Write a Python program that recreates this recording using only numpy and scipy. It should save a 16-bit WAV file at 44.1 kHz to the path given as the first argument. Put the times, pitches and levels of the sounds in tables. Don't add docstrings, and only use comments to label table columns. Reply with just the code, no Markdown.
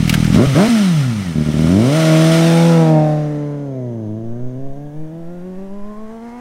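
import sys
import numpy as np
from scipy import signal
from scipy.fft import rfft, irfft, next_fast_len
from scipy.io import wavfile
from scipy.ndimage import map_coordinates

SR = 44100
rng = np.random.default_rng(int(sys.argv[2]) if len(sys.argv) > 2 else 0)


def generate_wav(sig):
    pcm = np.round(np.clip(np.atleast_2d(sig).T, -1, 1) * 32767).astype(np.int16)
    wavfile.write(sys.argv[1], SR, pcm)


def amplitude_ratio(level_db):
    exponent = np.asarray(level_db, float) / 20
    return 10 ** exponent


N = 282620
STEP = 4


def unit(x):
    return x / np.sqrt(np.mean(x ** 2) + 1e-20)


def along(points, hz):
    f, v = np.transpose(points)
    return np.interp(np.log(hz + 1), np.log(f + 1), v)


def curves(rows):
    s, *cols = np.transpose(rows)
    return [np.interp(np.arange(N) / SR, s, c) for c in cols]


def wobble(rate, size=N):
    coarse = np.arange(N // 32 + 1) * 32 / SR
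    knots = rng.standard_normal(int(N * rate / SR) + 4)
    smooth = map_coordinates(knots, [coarse * rate], order=2)
    return np.interp(np.arange(size) / size * N / SR, coarse, smooth)


def filtered(x, response):
    m = next_fast_len(N + SR // 2)
    return irfft(rfft(x, m) * response(np.fft.rfftfreq(m, 1 / SR)), m)[:N]


def hiss(response, lo_hz, hi_hz):
    x = filtered(rng.standard_normal(N), response)
    return x / np.std(filtered(x, lambda hz: (hz > lo_hz) & (hz < hi_hz)))


# (t/s, firing rate f/Hz, loudness level/dB, bite of upper orders level/dB, mechanical effort level/dB)
BLIP_STATES = [(0, 40.3, -5, -45.5, -32.5), (.316, 39.97, -4, -44.5, -31), (.36, 64.7, 2, -31, -27),
               (.40, 109.8, 4.5, -19, -31), (.46, 147, -2, -22.5, -29.5), (.548, 124.2, 1, -26, -30),
               (.61, 193.2, 5, -4, -26.5), (.685, 245.7, 1.5, -13, -26), (1.02, 136, -2, -34.5, -33.5)]
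RIDE_STATES = [(1.16, 106, -3, -40, -36), (1.34, 76.99, -4, -37.5, -38.5), (1.55, 75, -5, -34, -35),
               (1.68, 82.1, -1, -30.5, -32.5), (1.772, 100.5, 2, -23.5, -34), (1.97, 160.9, -2.5, -17, -26),
               (2.13, 158, 1, -12.5, -26), (2.38, 164.3, 1, -14, -24.5), (2.69, 168.3, 4, -26.5, -29),
               (2.98, 154.2, 2.5, -14, -42), (3.21, 150.5, -6, -24.5, -49),
               (3.63, 143.1, -10.5, -33, -59.5), (3.76, 130.6, -12, -32, -62),
               (4.082, 105.1, -12.5, -37, -64), (4.899, 148, -17, -41.5, -66.5),
               (5.569, 188.2, -15, -35, -64.5), (6.08, 219.7, -17, -30, -64.5), (6.41, 245, -17, -20, -62)]


def engine_state():
    return curves(BLIP_STATES + RIDE_STATES)


LOCKED_S = 4.08


def tug():
    firings_per_turn, slack_s = 26.75, 5.55
    fired = np.cumsum(engine_state()[0]) / SR
    wheel = 2 * np.pi * (fired - fired[round(slack_s * SR)]) / firings_per_turn
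    engaged = np.clip(1.5 * (np.arange(N) / SR - LOCKED_S), 0, 1)
    return -(np.cos(wheel) + .35 * np.cos(2 * wheel)) * engaged


def firings():
    tug_hz = 1.9
    return np.cumsum(engine_state()[0] + tug_hz * tug()) / SR + .78


# (start t/s, end t/s)
PASSING_TIMES = (2.65, 3.1)


def turned():
    return np.interp(np.arange(N) / SR, PASSING_TIMES, [0, 1])


# (t/s, delay/ms)
ROAD_BOUNCE = [(1.9, 0.98), (2.4, 0.97), (2.69, 1.544), (2.93, 1.16), (3.3, 1.014), (3.7, 0.97), (5, 1.098),
               (6.41, 0.94)]


def bounce_delay():
    return curves(ROAD_BOUNCE)[0]


# (t/s, peak level/dB, f/Hz)
THROTTLE_SNAPS = [
    (.466, -8, 75),
    (.548, -16, 70),
    (0.684, -17.5, 91.1),
    (1.35, -36, 60.1),
]


def throttle_sign(t):
    snap_s = 0.0073
    return np.prod([np.tanh((t - s) / snap_s) for s, _, _ in THROTTLE_SNAPS], axis=0)


def gulps():
    out, t = np.zeros(N + SR), np.arange(SR // 10) / SR
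    for s, db, hz in THROTTLE_SNAPS:
        out[round(s * SR):][:len(t)] += amplitude_ratio(db - 60 * t / 0.035) * np.sin(2 * np.pi * hz * t)
    return out[:N]


# (t/s, level/dB)
WEAK_BURNS = [(1.24, -7), (1.335, -6), (1.445, -12), (1.524, -10)]


def misfire_gain(t):
    return amplitude_ratio(sum(db * np.exp(-((t - s) / .013) ** 2) for s, db in WEAK_BURNS))


# (f/Hz, level/dB)
SILENCER = [(120, -2), (170, 28), (260, 14.5), (380, 10), (460, 0), (560, 4.5), (650, 3.5), (820, -18.5),
            (980, -15), (1170, -21), (1450, -23.5), (2000, -32), (2800, -34.5), (4500, -59)]
# (quarter level/dB, half level/dB, three-quarter level/dB)
PART_ORDERS = [(-62, -38.5, -34.5), (-22, -12, -21.5), (-22.5, -21, -25), (-20, -8, -10.5),
               (-28.5, -13.5, -9)]
# (f/Hz, level/dB)
OPEN_COLOUR = [(40, -24.5), (80, -22), (160, -12), (210, -13), (300, -14), (500, -18.5), (640, -14.5),
               (750, -38)]
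# (f/Hz, level/dB)
SHUT_COLOUR = [(80, -25), (140, -8), (240, -8), (290, -19), (440, -23), (510, -33), (620, -16), (720, -19)]
# (f/Hz, level/dB)
BEHIND_COLOUR = [(100, -14), (150, -15), (220, -15), (300, -15), (400, -16), (500, -18.5), (700, -23)]
# (firing rate f/Hz, level/dB)
IMBALANCE = [(40, -4.5), (77, -4.5), (110, -4.4), (165, -1.7), (240, -6.5)]


def exhaust():
    rate_hz, loud_db, upper_db, _ = [c[::STEP] for c in engine_state()]
    size = len(rate_hz)
    t = np.arange(size) * STEP / SR
    throttle = throttle_sign(t)
    shut, behind, delay_ms = (1 - throttle) / 2, turned()[::STEP], bounce_delay()[::STEP]
    upper_db = upper_db - 7 * shut
    colour_shift = delay_ms ** -0.82

    lumpy = (1 - shut) * np.exp(-((rate_hz - 78) / 5) ** 2)
    scatter_db, limp = .6 + 1.1 * lumpy, .26 * lumpy
    surge = np.clip(np.gradient(rate_hz, t) / 900, 0, 1) ** 2
    uneven_db = along(IMBALANCE, rate_hz) + 6 * surge
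    loud_db = loud_db + 1.2 * tug()[::STEP]
    boom_db = 11 * np.clip((93 - rate_hz) / 40, 0, 1)
    bite_db = (rasp_level()[::STEP] - upper_db + 13) * .7 + 9 * surge

    def bounce_db(hz):
        share = 0.53
        interference = 2 * share * np.cos(2 * np.pi * hz * delay_ms / 1000)
        return 10 * np.log10(1 + share ** 2 + interference)

    def beside_db(hz):
        rounded_db = 6.5 * (hz / rate_hz - 1)
        return shut * (along(SHUT_COLOUR, hz) - rounded_db) + (1 - shut) * along(OPEN_COLOUR, hz)

    def lower_level(hz):
        colour_db = (1 - behind) * beside_db(hz) + behind * along(BEHIND_COLOUR, hz)
        return loud_db + colour_db + (1 - shut) * bounce_db(hz) - 3

    def upper_level(hz):
        bite = bite_db * np.clip((hz - 800) / 400, 0, 1)
        boom = boom_db * np.clip((400 - hz) / 130, 0, 1)
        return upper_db - 7.5 + along(SILENCER, colour_shift * hz) + bite + boom

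    def level(order):
        return lower_level(max(order, 1) * rate_hz) if order < 4 else upper_level(order * rate_hz)

    fired = firings()[::STEP]
    luck = rng.standard_normal((int(fired[-1]) + 3, 2))
    strength, late = [map_coordinates(column, [fired], order=1) for column in luck.T]
    turn = 2 * np.pi * (fired + 0.015 * scatter_db * late)

    out, above = np.zeros(size), level(0)
    for k in range(18):
        below, above = above, level(k + 1)
        hz = (k + 1) * rate_hz
        lag = 0.29 * np.arctan((hz - 170) / 120) - 2 * np.pi * 0.002655 * np.maximum(hz - 310, 0)
        flutter_db = np.minimum((hz / 330) ** 1.5, 3.5 + 1.5 * behind) * wobble(6, size)
        burn_db = min(0.32 + 0.33 * k, 1.2) * scatter_db * strength
        out += amplitude_ratio(above + flutter_db + burn_db) * np.cos((k + 1) * turn - lag)
        for quarter, part_db in enumerate(PART_ORDERS[min(k, 4)] if k < 13 else []):
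            drift = rng.uniform(0, 2 * np.pi) + .5 * wobble(3.32, size)
            swell_db = uneven_db + 2.1 * wobble(4.83, size)
            part = np.cos((k + (quarter + 1) / 4) * turn - drift)
            out += amplitude_ratio((below + above) / 2 + part_db + swell_db) * part

    push = np.clip(1.5 * throttle, -1, 1)
    push = push * (1 + limp * np.cos(turn / 2))
    push = push * misfire_gain(t)
    return signal.resample_poly(np.sqrt(2) * out * push, STEP, 1)[:N]


def rasp_level():
    rate_hz, _, _, effort_db = engine_state()
    behind_db = 11 + 11.5 * np.log2(rate_hz / 145)
    return effort_db + 0.83 + turned() * behind_db


# (f/Hz, density level/dB per Hz)
RASP_COLOUR = [(60, -63), (150, -22), (400, -3.5), (750, -2), (1100, -12), (1800, -8.5), (3000, -26),
               (6000, -22.5)]


def gas_rasp():
    def colour(hz):
        high_pass = hz ** 4 / (hz ** 4 + 150 ** 4)
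        return amplitude_ratio(along(RASP_COLOUR, hz)) * high_pass / (1 + (hz / 9000) ** 4)

    puffs = unit(1 + 0.19 * np.cos(2 * np.pi * firings()))
    return amplitude_ratio(rasp_level() - 7 + 0.7 * wobble(17)) * hiss(colour, 686, 3000) * puffs


# (f/Hz, density level/dB per Hz)
CLATTER_COLOUR = [(590, -34), (1000, -16), (1320, 1.5), (1500, -6.5), (2070, -5.5), (2550, -4),
                  (5650, -12.5), (7290, -16), (8870, -15.5), (15800, -30)]
# (f/Hz, width/Hz, level/dB)
CASE_MODES = [(1415, 24, 7.5), (2210, 160, 3), (3590, 120, 4.5), (5700, 900, 5), (8660, 120, 10),
              (9200, 130, 3)]
# (teeth per firing, level/dB)
GEAR_MESHES = [(6.2, -19), (8.5, -15), (11.5, -18), (13, -18), (21.5, -10)]


def clatter():
    def cases(hz):
        modes = sum((amplitude_ratio(db) - 1) / (1 + (2 * (hz - c) / w) ** 2) for c, w, db in CASE_MODES)
        return amplitude_ratio(along(CLATTER_COLOUR, hz)) * (1 + modes)

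    near = hiss(cases, 2780, 8600)
    far = hiss(lambda hz: cases(hz) / (1 + (hz / 7000) ** 6), 2500, 9000)
    fired = firings()
    tick_db_scale = 0.72 * np.cos(4 * np.pi * fired - 1.1)
    ticks = unit(amplitude_ratio(tick_db_scale + 0.76 * wobble(150) + 0.54 * wobble(23.14)))
    gears = np.zeros(N)
    for teeth, db in GEAR_MESHES:
        mesh = np.sin(2 * np.pi * teeth * fired + 1.26 * wobble(40))
        gears += amplitude_ratio(db + 3.5 * wobble(6.6)) * mesh
    away = turned() * np.pi / 2
    sound = ticks * (np.cos(away) * (near + gears) + np.sin(away) * far)
    return amplitude_ratio(engine_state()[3] - 2.1) * sound


def off_road(x):
    share = 0.2
    late = np.arange(N) - bounce_delay() * SR / 1000
    return (x + share * np.interp(late, np.arange(N), x)) / np.hypot(1, share)


# (t/s, peak level/dB, ring f/Hz, T60/s)
GEAR_IMPACTS = [(0.0762, -14.5, 2020, 0.05), (0.0944, -3, 2420, 0.047), (0.1265, -13, 2510, 0.048),
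                (0.139, -5, 1540, 0.047), (0.1448, -13.5, 2020, 0.033), (0.245, -15, 1720, 0.037),
                (0.3444, -13, 2324, 0.026)]


def gear_clunk():
    out, t = np.zeros(N + SR), np.arange(SR // 10) / SR
    for s, db, ring_hz, t60 in GEAR_IMPACTS:
        b, a = signal.iirpeak(ring_hz, 3.5, SR)
        grit = rng.standard_normal(len(t))
        rattle = unit(signal.lfilter(b, a, grit)) + 1.74 * signal.lfilter([1 - .68], [1, -.68], grit)
        decay = amplitude_ratio(db - 12.0 - 60 * np.maximum(t - .003, 0) / t60)
        onset = 1 - np.exp(-t / 0.00022)
        out[round(s * SR):][:len(t)] += decay * onset * rattle
    return out[:N]


# (multiple of link rate, level/dB)
CHAIN_OVERTONES = [(2, 4), (3, 4.5), (4, 3.5), (5, -6), (6, -6), (7, -11)]


def chain_whine():
    clutch_s, links_per_firing, slip = 3.5, 3.76, 0.42
    t = np.arange(N) / SR
    taken = np.clip((t - clutch_s) / (LOCKED_S - clutch_s), 0, 1)
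    db = -73 - 12 * (1 - taken) ** 2 - 10 * np.maximum(t - 4.9, 0)
    grip = slip + (1 - slip) * taken ** 1.3
    turn = 2 * np.pi * np.cumsum(links_per_firing * grip * np.gradient(firings()))
    stack = np.zeros(N)
    for multiple, link_db in CHAIN_OVERTONES:
        tone = np.sin(multiple * turn + 0.89 * wobble(35))
        stack += amplitude_ratio(4 * wobble(8) + link_db) * tone
    return amplitude_ratio(db) * (taken > 0) * stack


# (f/Hz, T60/s)
VERGE_DECAY = [(100, 0.89), (600, 0.23), (2000, 0.25), (8000, 0.08)]


def verge(x):
    hz, t, z = signal.stft(rng.standard_normal(SR // 2), SR, nperseg=256)
    decay = amplitude_ratio(-60 * t / along(VERGE_DECAY, hz)[:, None])
    tail = signal.istft(z * decay, SR, nperseg=256)[1]
    delayed = np.pad(x, (1300, 0))
    return signal.fftconvolve(delayed, tail / np.linalg.norm(tail))[:N]


# (t/s, level/dB, length/s, push 1 or pull -1)
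GUSTS = [(4.11, -33, .025, -1), (4.31, -21.5, .055, -1), (4.45, -17.5, .04, 1), (4.568, -28, .015, -1),
         (4.655, -19, .045, 1), (4.714, -16, .02, -1), (4.78, -29, .035, 1), (4.86, -31, .02, -1),
         (5.014, -21.5, .047, -1), (5.27, -27, .06, 1), (5.405, -31, .045, -1), (5.578, -28, .03, 1),
         (5.634, -29, .022, -1), (5.72, -24, .03, -1), (5.83, -23, .065, 1), (6.025, -29, .08, -1)]
# (f/Hz, density level/dB per Hz)
BUFFET_COLOUR = [(6, 19), (14, 22), (22, -7), (32, -18), (60, -25), (120, -33), (300, -66)]


def wind():
    gusts = sum(way * amplitude_ratio(db) * np.exp(-((t_axis() - s) / length) ** 2) for s, db, length, way in GUSTS)
    rumble = hiss(lambda hz: amplitude_ratio(along(BUFFET_COLOUR, hz)) * (hz > 16), 16, 60)
    return gusts + (amplitude_ratio(-50) + amplitude_ratio(-20) * np.abs(gusts)) * rumble


def t_axis():
    return np.arange(N) / SR


# (f/Hz, density level/dB per Hz)
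FIELD_COLOUR = [(530, -16), (900, 6.5), (1040, 0.5), (1400, -16), (1680, -0.5), (1960, -31.5), (3320, -10),
                (4080, -32), (6130, -19), (8370, -25), (9210, -15.5), (15100, -45), (15800, -35)]


def grass():
    field = hiss(lambda hz: amplitude_ratio(along(FIELD_COLOUR, hz)) / (1 + (hz / 10500) ** 8), 2500, 15800)
    return field * amplitude_ratio(-67.5 - 1.5 + .7 * wobble(4.5))


def insects():
    t, drop_s = t_axis(), 5.1
    song_db = np.where(t < drop_s, -59.5 - 4 * (t - 3.4), -81)
    band = hiss(lambda hz: 1 / (1 + ((hz - 6300) / 450) ** 4), 5900, 6700)
    return band * amplitude_ratio(song_db - 7.0 + 0.9 * wobble(11.0))


# (f/Hz, density level/dB per Hz)
TRAFFIC_COLOUR = [(20, -7), (40, 1), (100, 1), (200, 2), (500, -35.5)]


def traffic():
    return hiss(lambda hz: amplitude_ratio(along(TRAFFIC_COLOUR, hz)), 20, 500) * amplitude_ratio(-52 + 1.7 * wobble(1.0))


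def scene():
    engine_noise = off_road(gas_rasp() + clatter())
    machine = exhaust() + gulps() + engine_noise + gear_clunk() + chain_whine()
    outdoors = wind() + grass() + insects() + traffic()
    return (machine + amplitude_ratio(-24.0) * verge(machine) + outdoors)[None]


def band_limit(x):
    return signal.sosfilt(signal.butter(12, 16310, fs=SR, output="sos"), x)


def record(dry):
    top = .94
    loud = dry[0] / (1 + np.abs(dry[0] / top) ** 8) ** (1 / 8)
    mix = filtered(loud, lambda hz: hz < 15830)[None]
    return band_limit(mix)


dry = scene()
out = record(dry)
generate_wav(out)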